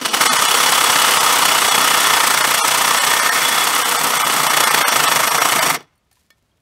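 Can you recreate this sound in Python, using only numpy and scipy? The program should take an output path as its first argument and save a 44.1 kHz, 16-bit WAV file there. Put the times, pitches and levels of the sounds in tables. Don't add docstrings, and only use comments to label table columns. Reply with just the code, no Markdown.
import sys
import numpy as np
from scipy import signal
from scipy.fft import rfft, irfft, next_fast_len
from scipy.io import wavfile
from scipy.ndimage import uniform_filter1d

SR = 44100
rng = np.random.default_rng(int(sys.argv[2]) if len(sys.argv) > 2 else 0)


def voltage_ratio(level):
    return 10 ** (np.asarray(level, float) / 20)


def digitize_waveform(pressure):
    field = np.atleast_2d(pressure).T
    bounded = np.clip(field, -1, 1)
    quanta = np.round(bounded * 32767).astype(np.int16)
    wavfile.write(sys.argv[1], SR, quanta)


N = 291501

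UP_S = 0.33
RELEASE_S, STALL_S = 5.7, 5.76


def in_time(rows):
    s, *columns = np.transpose(rows)
    return [np.interp(np.arange(N) / SR, s, c) for c in columns]


def at_hz(points, hz):
    points_hz, level_db = np.transpose(points)
    return np.interp(np.log(hz + 1), np.log(points_hz), level_db)


def rms_one(x):
    return x / np.sqrt(np.mean(x ** 2) + 1e-20)


def colour(x, spectrum):
    size = next_fast_len(N)
    hz = np.arange(size // 2 + 1) * SR / size
    return rms_one(irfft(rfft(x, size) * voltage_ratio(at_hz(spectrum, hz)), size)[:N])


def drift(rate_hz):
    r = np.exp(-2 * np.pi * rate_hz / SR)
    return rms_one(signal.lfilter([1], [1, -2 * r, r * r], rng.standard_normal(N + SR))[SR:])


def ring(x, hz, t60):
    r, w = voltage_ratio(-60 / (t60 * SR)), 2 * np.pi * hz / SR
    return signal.lfilter([0, np.sin(w)], [1, -2 * r * np.cos(w), r * r], x + 1e-18)


def chips(per_s, spread_db):
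    sizes = voltage_ratio(spread_db * np.minimum(rng.exponential(1, N), 5)) * rng.standard_normal(N)
    return rms_one(sizes * (rng.random(N) < per_s / SR))


# pitch_hz, level_db (per Hz)
YARD_SPECTRUM = [(20, -12), (50, 2.5), (124, -6), (424, -16.5), (1240, -20), (1600, -23.5), (3300, -25.5),
                 (5000, -30), (12000, -38), (15800, -43)]
# pitch_hz, level_db (rms)
HUM = [
    (59.2, -79),
    (113.0, -77.5),
]


def yard():
    t = np.arange(N) / SR
    rumble = voltage_ratio(-64.5 + 1.3 * drift(25)) * colour(rng.standard_normal(N), YARD_SPECTRUM)
    return rumble + sum(voltage_ratio(db + 3) * np.sin(2 * np.pi * hz * t) for hz, db in HUM)


# time_s, push_db, bite of the pull (0-1), looseness of the shoe_db, freedom of the pipe_db
GRIP = [(.32, -1, .25, -1.5, 0), (.55, -0.5, 0.21, -10, -4.5), (.85, 0, 0.27, -8.5, -6.5),
        (1.1, 1, 0.2, -13, -7), (1.5, 0, 0.2, -7.5, -8), (1.8, 0, 0.34, -5.5, -6.5),
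        (2.1, 0.5, 0.24, -11, 2), (2.35, -1, 0.37, -14, 0.5), (2.8, -0.5, 0.3, -18.5, -7),
        (3.2, -1, 0.17, -10, 5), (3.55, -2, .16, -10, 4), (3.75, -2, .16, -9, -5),
        (4.05, -2.5, 0.17, -3.5, -6), (4.4, -2, 0.28, 0.5, -2), (4.7, 0.5, 0.42, -4.5, 1),
        (5, -0.5, .32, 0.5, 2), (5.3, -2, 0.38, 1.5, 2), (5.72, -1, 0.31, 5, 4)]


def grip():
    return in_time(GRIP)


# time_s, speed_strokes_per_s
CRANK = [(0, 11.3), (.1, 11.3), (.19, 14.14), (.33, 32.49), (.53, 33.33), (.83, 34.05), (1.58, 30.52),
         (1.98, 31.24), (2.26, 28.98), (2.72, 29.95), (2.93, 30.9), (3.88, 32.64), (4.32, 30.08),
         (4.76, 28.63), (5.13, 24.41), (5.43, 28.97), (5.68, 27.9), (5.85, 5.46)]


def crank():
    t = np.arange(N) / SR
    turns = -.653 + np.cumsum(in_time(CRANK)[0]) / SR
    bite = np.clip(grip()[1], 0, 1) + 0.088 * (t > RELEASE_S)
    biting = np.clip((t - .275) / .02, 0, 1) * (t < CRANK[-1][0])
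    return 2 * np.pi * turns, bite * biting


def run_up():
    hump_s, blend_s = .0055, 0.12
    turns, speed = crank()[0] / (2 * np.pi), in_time(CRANK)[0]
    blend = np.clip((UP_S - np.arange(N) / SR) / blend_s, 0, 1)
    gain = 1
    for turn, hump_db in ((0.01, 15.5), (.38, 7)):
        apart_s = ((turns - turn + .5) % 1 - .5) / speed
        gain = gain + (voltage_ratio(hump_db * blend) - 1) * np.exp(-.5 * (apart_s / hump_s) ** 2)
    return gain


def catch():
    strength, start_turn, fade_turns, spread_db = 1.5, -.12, .13, 5
    angle, bite = crank()
    turns = angle / (2 * np.pi) - start_turn + 1.25
    luck = rng.standard_normal((200, 2))
    which = turns.astype(int)
    since = turns - which - .25 - .05 * np.clip(luck[which, 0], -2, 2)
    force = voltage_ratio(spread_db * np.minimum(luck[which, 1], 1.5))
    return 1 + strength * bite * force * (since > 0) * np.exp(-np.abs(since) / fade_turns)


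def stroke(sharp, lag, back, flutter_db):
    angle, bite = crank()
    turn, depth = angle - lag, sharp * bite
    force = np.exp(depth * (np.cos(turn) + back * np.cos(2 * turn + 1.1))) / np.sqrt(1 + depth ** 2)
    chatter = drift(70)
    return force * voltage_ratio(flutter_db * (chatter - uniform_filter1d(chatter, size=SR // 20)))


def tooth_train(humps):
    return chips(12000, 1.4) * stroke(sharp=1.115, lag=0.25, back=0.19, flutter_db=1.39) * humps


RING_HZ = [148, 483, 930, 1291, 1807, 2110, 2975, 3380, 4440, 5638, 6060, 6880, 7942, 5140, 8200]
# width_hz, level_db
RINGS = [(14, -20), (44.95, -27), (44.3, -19), (71.8, -22.5), (53.2, -12.5), (119.5, -16.5), (116, -9),
         (40, -10.5), (70, -15.5), (40, -13), (100, -15), (48, -17.5), (88, -14), (81, -18), (90, -23.5)]
# drive_db, change_db_per_s, share of looseness, share of freedom
KERF = [
    (-0.5, 0.16, 1.01, .01),
    (-2.5, -0.01, -0.19, 1),
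    (-3.5, 0.83, 0.13, .9),
    (1.5, .1, -0.12, 0.13),
    (-1.5, 0.83, 0.17, .01),
]


def metal_rings(hammer):
    t, (_, _, loose_db, free_db) = np.arange(N) / SR, grip()
    rings = []
    for hz, (width_hz, level_db) in zip(RING_HZ, RINGS):
        tone = rms_one(ring(np.gradient(hammer), hz, 1.9 / max(width_hz, hz / 140)))
        rings.append(voltage_ratio(level_db + 2.8 * drift(4)) * tone)
    for k, (db, slope, loosened, freed) in zip((0, 4, 5, 7, 9), KERF):
        rings[k] = rings[k] * voltage_ratio(db + slope * t + loosened * loose_db + freed * free_db)
    rings[7] = rings[7] * np.clip(t / (2 * UP_S), 0, 1)
    return rings


# pitch_hz, level_db (per Hz)
THUMP_SPECTRUM = [(24, -55), (40, -20.5), (108, -18), (151, 0), (197, 2), (277, 9.5), (372, 2), (500, 4),
                  (650, -29.5), (1100, -120)]


def shoe_thump(hammer, casing):
    shoe = chips(6000, 1.1) * stroke(sharp=0.37, lag=-.2, back=3.2, flutter_db=1.6)
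    knock = colour(shoe * np.sqrt(run_up()) + .2 * hammer, THUMP_SPECTRUM)
    return knock + 4 * casing * np.clip(np.arange(N) / SR / UP_S, 0, 1) ** 2


# pitch_hz, level_db (per Hz)
BODY_SPECTRUM = [(210, -34.5), (350, -15), (472, -6), (570, -7), (844, 0.5), (912, 1.5), (1260, 5.5),
                 (1590, -2.5), (1850, -7.5), (2460, -9), (2700, -7), (3510, -34.5), (5940, -120)]


def pipe_body(hammer, low_rings):
    boom = voltage_ratio(-17 + grip()[2]) * rms_one(ring(np.gradient(hammer), 670, 0.02))
    return colour(hammer, BODY_SPECTRUM) + sum(low_rings) + boom


# pitch_hz, level_db (per Hz)
TEETH_SPECTRUM = [(1180, -31.5), (2000, 4), (2460, -4), (3010, 0), (3200, 2.5), (3400, 5.5), (3680, 3),
                  (5810, -1.5), (7600, -17.5), (9880, -43.5), (16700, -120)]


def teeth(hammer, high_rings):
    return colour(hammer, TEETH_SPECTRUM) + sum(high_rings)


def whine(whirr):
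    t, out = np.arange(N) / SR, 0
    for hz, level_db, db_per_s in ((10800, -10.5, -2), (11700, -23, 2.14)):
        out = out + voltage_ratio(level_db + db_per_s * t) * rms_one(ring(np.gradient(whirr), hz, .006))
    return out


# pitch_hz, level_db (per Hz)
FAN_SPECTRUM = [(3800, -14.5), (6500, -1), (7300, -1.5), (8300, 3.5), (9200, 2.5), (10000, -3.5),
                (12000, -4.5), (13200, -3.5), (15000, -9), (15800, -6)]


def fan(hammer, humps):
    whirr = chips(30000, 0.95) * stroke(sharp=0.71, lag=-.1, back=.15, flutter_db=2.5) * humps
    return colour(.5 * hammer + whirr, FAN_SPECTRUM) + whine(whirr)


# level_db, change_db_per_s as the kerf deepens, share of push, share of looseness
LAYERS = [
    (-31, -0.44, .3, 0.33),
    (-15, 0, 1.01, 0.013),
    (-17, -0.64, 1.01, .01),
    (-18.5, -0.32, 0.46, 0.0089),
]
# standstill_loss_db, stall_drop_db, fade_db_per_s, tail_db under the cut, tail_fade_db_per_s
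ENDS = [
    (4.5, -0.5, 318, 30, 120),
    (16.5, 9, 415, 35.5, 98),
    (15, 8, 450, 39, 90),
    (20, 7, 1500.5, 46.5, 200),
]


def levels():
    switch_s, switch_db = .0135, 11
    jolt_db, jolt_fade_s = 8, 0.017
    t, (push_db, _, loose_db, _) = np.arange(N) / SR, grip()
    late = np.maximum(t - STALL_S, 0)
    stalling = np.clip((t - RELEASE_S) / (STALL_S - RELEASE_S), 0, 1)
    start_db = np.where(t < switch_s, switch_db, -jolt_db * np.exp(-np.abs(t - switch_s) / jolt_fade_s))
    out = []
    for (db, db_per_s, pushed, loosened), (idle_db, stall_db, fade, tail_db, tail_fade) in zip(LAYERS, ENDS):
        cut_db = db + db_per_s * t + pushed * push_db + loosened * loose_db
        up_db = idle_db * np.clip(1 - t / UP_S, 0, 1) + start_db
        down_db = stall_db * stalling + fade * late
        out.append(voltage_ratio(cut_db - up_db) * np.hypot(voltage_ratio(-down_db), voltage_ratio(-tail_db - tail_fade * late)))
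    return out


def shake():
    rise_s, seated_db = 0.23, -7
    t, angle = np.arange(N) / SR, crank()[0]
    loose_db = np.maximum(grip()[2] - seated_db, 0)
    running = np.clip((t - UP_S) / rise_s, 0, 1) * np.clip((STALL_S - t) / (STALL_S - RELEASE_S), 0, 1)
    low = np.sin(2 * angle) + np.sin(3 * angle + 1) + voltage_ratio(-2) * np.sin(4 * angle + 2)
    high = np.sin(5 * angle) + voltage_ratio(-6) * np.sin(6 * angle + 1) + voltage_ratio(-5) * np.sin(7 * angle + 2)
    return np.sqrt(2) * running * (voltage_ratio(-55.5 - 1.2 * loose_db) * low + voltage_ratio(-47 - .1 * loose_db) * high)


def saw():
    humps = run_up() * catch()
    hammer = tooth_train(humps)
    rings = metal_rings(hammer)
    layers = (shoe_thump(hammer, rings[0]), pipe_body(hammer, rings[1:6]),
              teeth(hammer, rings[6:]), fan(hammer, humps))
    noise = sum(gain * rms_one(x) for x, gain in zip(layers, levels()))
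    return signal.sosfilt(signal.butter(4, 125, "high", fs=SR, output="sos"), noise) + shake()


def struck(at, blow_db, pitches, modes):
    out, chance = 0, rng.normal(0, 1.9, (len(at), len(modes)))
    for k, (hz, (level_db, t60)) in enumerate(zip(pitches, modes)):
        clicks = np.zeros(N)
        clicks[at] = voltage_ratio(blow_db + level_db + chance[:, k])
        out = out + ring(clicks, hz, t60)
    return out


PIPE_HZ = [1265, 1804, 2252, 3382, 4285, 5110, 5400, 6300, 7450, 8300]
# level_db, t60_s
PIPE = [(-19, .1), (1, .125), (-6, .09), (-10, .085), (-9, .09), (-18, .12), (-17, .06), (-15, .04),
        (-21, .04), (-19, .03)]
CLAMP_HZ = [4420, 7700, 9200, 10500, 11750, 14900]
# level_db, t60_s
CLAMP = [(-5, .05), (-7, .04), (1, .045), (-3, .04), (-4, .04), (-6, .035)]
# start_s, pipe_db, clamp_db, crack_db, crack dullness (0-1)
TAPS = [(5.788, -62, -70, -38, .9), (5.806, -59, -68, -38, 0.8), (5.826, -60, -70, -45, .8),
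        (5.955, -92, -70, -76.5, .3), (5.978, -90, -66, -78, 0.4), (6.05, -91, -78, -72, 0.08),
        (6.114, -66, -80, -49, 0.57), (6.128, -72, -57.5, -62, .4), (6.169, -74, -90, -58, .85),
        (6.304, -43.5, -70, -42, 0.63), (6.327, -68, -85, -54, 0.97), (6.382, -90, -87, -65, .2),
        (6.425, -87.5, -85, -63, .2), (6.46, -90, -88, -70, .05), (6.572, -74, -85, -61, 0.6),
        (6.603, -90, -85, -66, .05)]


def taps():
    start_s, pipe_db, clamp_db, crack_db, dull = np.transpose(TAPS)
    at = np.round(start_s * SR).astype(int)
    out = struck(at, pipe_db, PIPE_HZ, PIPE) + struck(at, clamp_db, CLAMP_HZ, CLAMP)
    cracks = np.exp(-np.arange(300) / (.003 * SR)) * rng.standard_normal((len(at), 300))
    for i, crack, db, pole in zip(at, cracks, crack_db, np.clip(dull, 0, .95)):
        out[i:i + 300] += voltage_ratio(db) * np.sqrt(1 - pole ** 2) * signal.lfilter([1], [1, -pole], crack)
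    return signal.sosfilt(signal.butter(2, 280, "high", fs=SR, output="sos"), out)


def blade_drag():
    grit_s, drag_s, drag_length_s = 5.98, 6.113, .104
    t = np.arange(N) / SR
    grit = colour(chips(6000, 2.5), [(700, -28), (1500, -1.0), (5000, -0.5), (12000, -3), (16000, -15)])
    drag = np.clip(np.minimum(t - drag_s, drag_s + drag_length_s - t) / .006 + .5, 0, 1)
    faint = voltage_ratio(-78 + 3.5 * drift(12)) * np.clip((t - grit_s) / .1, 0, 1)
    return grit * (voltage_ratio(-68) * drag + faint)


# start_s, level_db, pitch_hz
SQUEAKS = [
    (6.17, -54, 1000),
    (6.115, -58, 740),
    (6.515, -62, 3250),
]


def squeaks():
    out, t = np.zeros(N), np.arange(1500) / SR
    for start_s, level_db, hz in SQUEAKS:
        tone = np.sin(2 * np.pi * hz * t) * np.minimum(t / 0.0017, 1) * np.exp(-t / .007)
        out[round(start_s * SR):][:1500] += voltage_ratio(level_db) * tone
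    return out


def scene():
    return (yard() + saw() + taps() + blade_drag() + squeaks())[None]


STARVED = [3, 11, 12, 15, 19, 50, 72, 103, 111, 112, 128, 137, 141, 164, 170, 179, 181, 192, 199, 201, 207,
           208, 210, 217, 227, 231, 240]
# pitch_hz, step_db over the frame's rms line
COARSE_STEP = [(200, 15.5), (700, 12), (1200, 16.5), (3500, 12.5), (4500, 10), (12000, 9.5), (16000, 9.5)]


def starve(x):
    hop, grid = 1024, 393
    n, k = np.arange(2 * hop) + .5, np.arange(hop) + .5
    window = np.sin(np.pi * n / (2 * hop))
    basis = window[:, None] * np.cos(np.pi / hop * np.outer(n + hop / 2, k))
    starts = grid + hop * np.array(STARVED)
    lines = x[starts[:, None] + np.arange(2 * hop)] @ basis
    step = voltage_ratio(at_hz(COARSE_STEP, k * SR / (2 * hop))) * lines.std(axis=1, keepdims=True)
    kept = np.sign(lines) * step * np.floor(np.abs(lines) / step + .4)
    out = x.copy()
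    for i, lost in zip(starts, (lines - kept) @ basis.T * 2 / hop):
        out[i:i + 2 * hop] -= lost
    return out


def top_cut(x):
    return signal.sosfilt(signal.butter(12, 16400, fs=SR, output="sos"), x)


def record(dry):
    x = dry[0] / (1 + (dry[0] / .74) ** 4) ** .25
    x = signal.sosfilt(signal.butter(2, 60.0, "high", fs=SR, output="sos"), x)
    x = signal.sosfilt(signal.ellip(10, .5, 80, 15680, fs=SR, output="sos"), starve(x))
    return top_cut(x[None])


dry = scene()
out = record(dry)
digitize_waveform(out)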